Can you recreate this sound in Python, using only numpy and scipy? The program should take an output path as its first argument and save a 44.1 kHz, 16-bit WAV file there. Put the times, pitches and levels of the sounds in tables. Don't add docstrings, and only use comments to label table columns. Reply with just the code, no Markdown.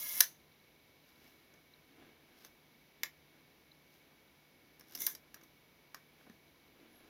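import sys
import numpy as np
from scipy import signal
from scipy.fft import rfft, irfft
from scipy.io import wavfile
from scipy.ndimage import uniform_filter1d

SR = 44100
rng = np.random.default_rng(int(sys.argv[2]) if len(sys.argv) > 2 else 0)


def transcribe(signal):
    frames = np.atleast_2d(signal).T
    limited = np.clip(frames, -1, 1)
    pcm = np.round(limited * 32767).astype(np.int16)
    wavfile.write(sys.argv[1], SR, pcm)


N = 312669

# start_s, level_db, hardness_db (more edge, less knock), t60_s, pitch_hz
BLOWS = [(0.2052, -23, 4, .0046, 6000), (.2078, -22.5, .5, 0.0063, 5923), (.209, -25, 2, 0.0023, 5166),
         (1.538, -67, -5, 0.027, 6370), (2.448, -54, -3, .008, 3660), (3.0333, -33, -3, .012, 2160),
         (4.796, -63, 4.5, .016, 5630), (4.809, -58, -6.5, 0.018, 5380), (4.9215, -61.5, 2, .018, 5480),
         (4.9505, -43, 2, .035, 5140), (5.0184, -42.5, 6, 0.022, 5460), (5.0656, -34.5, 8.5, .024, 5720),
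         (5.0679, -40.5, -7.5, 0.0462, 5500), (5.1499, -50, 1, 0.024, 5480),
         (5.3427, -51, -0.5, 0.024, 1600), (5.412, -65.5, -8, 0.026, 1600), (5.434, -62.5, 0, 0.043, 5630),
         (5.9449, -47.5, -5.5, 0.016, 1134), (6.2968, -64, -13, 0.0133, 1760)]
# time_s, teeth_per_s
RUN_DOWN = [(0, 325), (.09, 325), (.14, 365), (.205, 430)]


def amp(db):
    return 10 ** (np.asarray(db) / 20)


def unit_rms(x):
    return x / np.sqrt(np.mean(x ** 2) + 1e-30)


def log_interp(points, hz):
    point_hz, value = np.transpose(points)
    return np.interp(np.log(hz + 1), np.log(point_hz + 1), value)


def during(rows):
    t = np.arange(N) / SR
    return (t >= rows[0][0]) & (t <= rows[-1][0])


def add(mix, start_s, sound):
    part = mix[max(round(start_s * SR), 0):][:len(sound)]
    part += sound[:len(part)]


def colour(x, spectrum, size=2048):
    log_gain = np.log(amp(log_interp(spectrum, abs(np.fft.fftfreq(size, 1 / SR)))))
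    taps = np.fft.ifft(np.exp(np.conj(signal.hilbert(log_gain)))).real[:size // 2]
    return signal.fftconvolve(x, taps / np.linalg.norm(taps))[:len(x)]


def ring(modes, size=16000):
    t = np.arange(size) / SR
    return sum(rng.choice([-1, 1]) * amp(db - 60 * t / t60_s) * np.sin(2 * np.pi * hz * t)
               for hz, db, t60_s in modes)


def drift(depth, size):
    return 1 + depth * unit_rms(uniform_filter1d(rng.standard_normal(N), size))


def tone(hz, waver):
    return np.sqrt(2) * np.sin(2 * np.pi * np.cumsum(hz * drift(waver, 60)) / SR)


def room(x, wet_db=-8, bass_db=4, gap_s=.00043, size=16384):
    decay = [(200, .18), (1000, .17), (4000, .16), (8000, 0.14), (15000, .15)]  # freq_hz, t60_s
    taps = rng.choice([-1., 1.], size) * (rng.random(size) < .2)
    hz, t, bins = signal.stft(taps, SR, nperseg=256)
    tilt_db = log_interp([(1200, bass_db), (5000, 0)], hz)[:, None]
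    bins = bins * amp(tilt_db - 60 * t / log_interp(decay, hz)[:, None])
    onset = 1 - np.exp(-(np.arange(size) / SR / gap_s) ** 2)
    tail = onset * signal.istft(bins, SR, nperseg=256)[1][:size]
    return x + amp(wet_db) * signal.fftconvolve(x, tail / np.linalg.norm(tail))[:N]


def fan_and_air(air_db=-67.5):
    resonances = [(149, 14, -87.5), (2245, 63, -76.5), (3680, 410, -84.5)]  # centre_hz, width_hz, level_db
    hum_tones = [(150.2, -80), (995.9, -88.5), (4953, -94), (5965, -88), (10896, -89.5)]  # pitch_hz, level_db
    air_spectrum = [(30, -27.5), (55, -0.5), (110, -5), (260, -1), (450, -4), (700, -7.5), (1300, -12.5),
                    (2100, -9.5), (3800, -14), (5500, -17.5), (8200, -29.5), (10200, -21), (14000, -17),
                    (16000, -24.5)]
    hz = np.fft.rfftfreq(N, 1 / SR)
    power = sum(amp(db) ** 2 * unit_rms(1 / (1 + 2 * ((hz - centre_hz) / width_hz) ** 2)) ** 2
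                for centre_hz, width_hz, db in resonances)
    housing = irfft(rfft(rng.standard_normal(N)) * np.sqrt(power), N)
    clock_s = np.cumsum(drift(.00018, 4000)) / SR
    hum = sum(amp(db) * np.sqrt(2) * np.sin(2 * np.pi * pitch_hz * clock_s) for pitch_hz, db in hum_tones)
    return housing + hum + amp(air_db) * unit_rms(colour(rng.standard_normal(N), air_spectrum))


def electronic_tick(first_s=.041, rate_hz=25, pitch_hz=3980, width_s=.0019, rest_db=-73, uneven_db=1.9):
    spells = [(0, 1.6, -68), (3.42, 3.6, -69), (6.45, 7.09, -68)]  # start_s, end_s, level_db
    strong_pips = [(1.7393, -53.5), (3.719, -53.5)]  # time_s, level_db
    t, out = np.arange(-256, 256) / SR, np.zeros(N)
    pip = np.exp(-(t / width_s) ** 2) * np.sin(2 * np.pi * pitch_hz * t)
    times_s = first_s + np.arange(int(N / SR * rate_hz)) / rate_hz
    in_spell = [(times_s > start_s) & (times_s < end_s) for start_s, end_s, _ in spells]
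    levels_db = np.select(in_spell, [db for *_, db in spells], rest_db)
    levels_db = levels_db + uneven_db * rng.standard_normal(len(times_s))
    for time_s, db in [*zip(times_s, levels_db), *strong_pips]:
        add(out, time_s + t[0], amp(db) * pip)
    return out


def stroke(peak_s, length_s, peak_db, depth_db=14.5, rise_share=.457):
    t = np.arange(N) / SR - peak_s
    return amp(peak_db - depth_db * np.maximum(-t / rise_share, t / (1 - rise_share)) / length_s)


def friction(strokes, spectrum, rest_db, slips_per_s, spread_db):
    sizes = amp(spread_db * np.minimum(rng.exponential(1, N), 4)) * rng.choice([-1, 1], N)
    slips = sizes * (rng.random(N) < slips_per_s / SR)
    motion = np.sqrt(amp(rest_db) ** 2 + sum(stroke(*row) ** 2 for row in strokes))
    return motion * unit_rms(colour(slips, spectrum))


def plate_slide():
    strokes = [(1.26, 0.35, -68.5), (1.54, 0.13, -67.5), (2.03, .3, -61.5), (2.35, .45, -69.5),
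               (3.37, 0.29, -68.5), (4.08, .3, -72), (5.0, 0.3, -61), (5.42, .16, -69), (6.21, 0.325, -69),
               (6.82, .4, -66), (7.05, 0.65, -66.5)]
    spectrum = [(60, -18), (200, -6), (320, 5), (480, -5.5), (1100, -12.5), (2200, -11.5), (3400, -16),
                (5000, -26.5), (16000, -43)]
    return friction(strokes, spectrum, rest_db=-81, slips_per_s=1600, spread_db=3)


def finger_rub():
    strokes = [(1.09, .1, -70), (1.26, 0.35, -68), (2.41, .2, -66), (2.455, 0.0563, -61), (3.94, .14, -70),
               (4.93, 0.17, -64), (6.21, 0.178, -73.5), (7.03, 0.49, -78)]
    spectrum = [(300, -8), (1200, -2), (3000, 2), (5600, 2.5), (7500, -8.5), (10500, -5), (13500, 2),
                (16000, -8)]
    return friction(strokes, spectrum, rest_db=-86.5, slips_per_s=3000, spread_db=3.5)


def plate_squeak(peak_s=6.965, length_s=.138, top_hz=11400, climb_hz_per_s=15000, sag_hz_per_s=5500):
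    t = np.clip(np.arange(N) / SR - peak_s, -length_s, length_s)
    hz = top_hz - np.maximum(-t * climb_hz_per_s, t * sag_hz_per_s)
    return stroke(peak_s, length_s, peak_db=-69.5) * tone(hz, waver=.008)


def plate_thuds(ref_blow_db=-36.5, t60_s=.045, span_s=.0095, band_ratio=2.2, size=8192):
    knocks = [(.2095, -48.5, 1300), (5.07, -57, 910), (5.363, -61, 802), (6.21, -67, 697),
              (6.267, -58, 420), (6.297, -56.5, 170)]
    bench_spectrum = [(50, -19.5), (110, -4), (160, -2), (240, -4), (330, 2), (470, -6), (620, -3.5),
                      (800, -9), (1050, -4), (1800, -7), (4000, -27.5), (16000, -59.5)]
    jolts = [(start_s, -60 + .37 * (db - ref_blow_db), 434 + 130 * amp(db - ref_blow_db))
             for start_s, db, *_ in BLOWS]
    t, out = np.arange(size) / SR, np.zeros(N)
    for start_s, db, hz in knocks + jolts:
        push = rng.standard_normal(size) * amp(-60 * t / t60_s)
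        contact = signal.butter(2, (hz / band_ratio, hz * band_ratio), "band", fs=SR, output="sos")
        thud = colour(signal.sosfilt(contact, push), bench_spectrum)
        add(out, start_s, amp(db) * thud / np.linalg.norm(thud) * np.sqrt(span_s * SR))
    return out


def star_wheel(pitch_hz=620, start_db=-68, fade_db_per_s=35):
    gain = during(RUN_DOWN) * amp(start_db - fade_db_per_s * np.arange(N) / SR)
    return gain * tone(pitch_hz, waver=.01)


def spring_shimmer(level_db=-41, t60_s=.29, count=120):
    spectrum = [(2500, -9), (5200, -7), (5950, 10), (6700, -5), (8300, -12), (9700, -5), (13500, -1.5),
                (15500, -7.5)]
    pitches_hz = rng.uniform(spectrum[0][0], spectrum[-1][0], count)
    gains_db = log_interp(spectrum, pitches_hz)
    shimmer = ring([(hz, db, t60_s) for hz, db in zip(pitches_hz, gains_db)], size=12000)
    snap_s = max(BLOWS, key=lambda row: row[1])[0]
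    out = np.zeros(N)
    add(out, snap_s, amp(level_db) * shimmer * np.sqrt(2) / np.linalg.norm(amp(gains_db)))
    return out


def gears(speed, level_db, contact_s, uneven_db, rock, ring_db):
    tooth_spectrum = [(200, -31.5), (650, -22.5), (950, -18), (1500, -20.5), (1900, -22), (2200, -14),
                      (2600, -19), (3100, -16.5), (3900, -8.5), (5100, -10.5), (6050, 1.5), (6800, -5),
                      (7600, -8.5), (9000, -10), (10200, -3), (14300, 1.5), (16000, -9)]
    train_modes = [(970, -15, .036), (1690, -12, .045), (2075, -5.5, .065), (2190, -6, .055),
                   (3520, -1, .02), (4090, 0, .016), (5510, 1, .018), (5970, 9, .014), (10150, 0, .01),
                   (14200, 6, .007)]
    ref_teeth_per_s, db_per_doubling = 400, 8
    jitter_s, split_hz = .0001943, 8300
    teeth_per_s = np.interp(np.arange(N) / SR, *np.transpose(speed))
    running, t = during(speed), np.arange(400) / SR
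    teeth_passed = np.ceil(np.cumsum(teeth_per_s * running) / SR)
    times_s = np.flatnonzero(np.diff(teeth_passed, prepend=0)) / SR
    scrape = (t / contact_s) ** 2 * np.exp(-t / contact_s)
    faces = np.zeros((2, N))
    for k, time_s in enumerate(times_s):
        late, *force = rng.standard_normal(3)
        tooth = rng.choice([-1., 1.], len(t)) * scrape
        for side in range(2):
            gain = amp(uneven_db * force[side]) * (1 + rock * (-1) ** (k + side))
            add(faces[side], time_s + jitter_s * late, gain * tooth)
    drive = sum(signal.sosfilt(signal.butter(3, split_hz, kind, fs=SR, output="sos"), face)
                for kind, face in zip(("low", "high"), faces))
    response = ring(train_modes)
    ringing = signal.fftconvolve(drive, response / np.linalg.norm(response))[:N]
    whirr = colour(drive, tooth_spectrum) + amp(ring_db) * ringing
    speed_db = db_per_doubling * np.log2(teeth_per_s / ref_teeth_per_s)
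    return amp(level_db + speed_db) * whirr / np.std(whirr[running])


def cocking_gears():
    speed = [(4.955, 247), (4.996, 380), (5.004, 880), (5.06, 596), (5.12, 470), (5.145, 140)]  # time_s, teeth_per_s
    return gears(speed, level_db=-51, contact_s=.0003, uneven_db=1.5, rock=.09, ring_db=-8)


def pawl_blows(start_s=4.8832, stop_s=4.995, gap_s=.0131, start_db=-69, rise_db_per_s=143, uneven_db=1.5):
    hardness_db, t60_s, pitch_hz = 0, .012, 5443
    times_s = np.arange(start_s, stop_s, gap_s)
    ramp_db = start_db + rise_db_per_s * (times_s - start_s)
    levels_db = ramp_db + uneven_db * rng.standard_normal(len(times_s))
    return [(time_s, db, hardness_db, t60_s, pitch_hz) for time_s, db in zip(times_s, levels_db)]


def escapement():
    return gears(RUN_DOWN, level_db=-39, contact_s=.00042, uneven_db=1.4, rock=.25, ring_db=-7)


def shutter_clicks(blows, rise_s=.00057, span_s=.005, size=4096):
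    spectrum = [(150, -38), (400, -21.5), (700, -13), (1100, -6), (1700, -2.5), (2130, -1.5), (2750, -11.5),
                (3550, -2.5), (4300, -5.5), (5150, 0.5), (5900, 5), (7000, -8.5), (8800, -11),
                (11000, -3.5), (13500, 2.5), (16000, -7)]
    lever_modes = [(.88, -4.5, .007), (1, 3, .013), (1.15, -5.5, .008), (1.631, -.5, .011),
                   (2.35, -3.5, .008)]
    knock_db, clack_db, edge_db, ring_db = -10.5, 0, 1, -4.5
    bands = [signal.butter(3, edges_hz, kind, fs=SR, output="sos")
             for edges_hz, kind in ((2600, "low"), ((2600, 8300), "band"), (8300, "high"))]
    t, out = np.arange(size) / SR, np.zeros(N)
    onset = 1 - np.exp(-(t / rise_s) ** 2)
    for start_s, level_db, hardness_db, t60_s, pitch_hz in blows:
        chatter = colour(rng.choice([-1., 1.], size) * onset * amp(-60 * t / t60_s), spectrum)
        modes = [(pitch_hz * ratio, db, decay_s) for ratio, db, decay_s in lever_modes]
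        parts = [signal.sosfilt(band, chatter) for band in bands] + [onset * ring(modes, size)]
        shares_db = (knock_db - hardness_db, clack_db, edge_db + hardness_db, ring_db)
        for part, share_db in zip(parts, shares_db):
            scale = np.sqrt(span_s * SR) / np.linalg.norm(part)
            add(out, start_s, amp(level_db + share_db) * scale * part)
    return out


def scene():
    blows = shutter_clicks(BLOWS + pawl_blows()) + plate_thuds()
    hands = plate_slide() + finger_rub()
    faint = spring_shimmer() + star_wheel() + plate_squeak() + electronic_tick() + fan_and_air()
    clockwork = escapement() + cocking_gears()
    return (room(blows + hands + clockwork) + faint)[None]


def record(dry):
    dip_hz, width_hz, depth, cutoff_hz = 8270, 1100, .88, 15900
    notched = signal.lfilter(*signal.iirnotch(dip_hz, dip_hz / width_hz, SR), dry)
    dipped = dry + depth * (notched - dry)
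    lowpass = signal.firwin(511, cutoff_hz, window=("kaiser", 9), fs=SR)
    return signal.oaconvolve(dipped, lowpass[None], "same")


dry = scene()
out = record(dry)
transcribe(out)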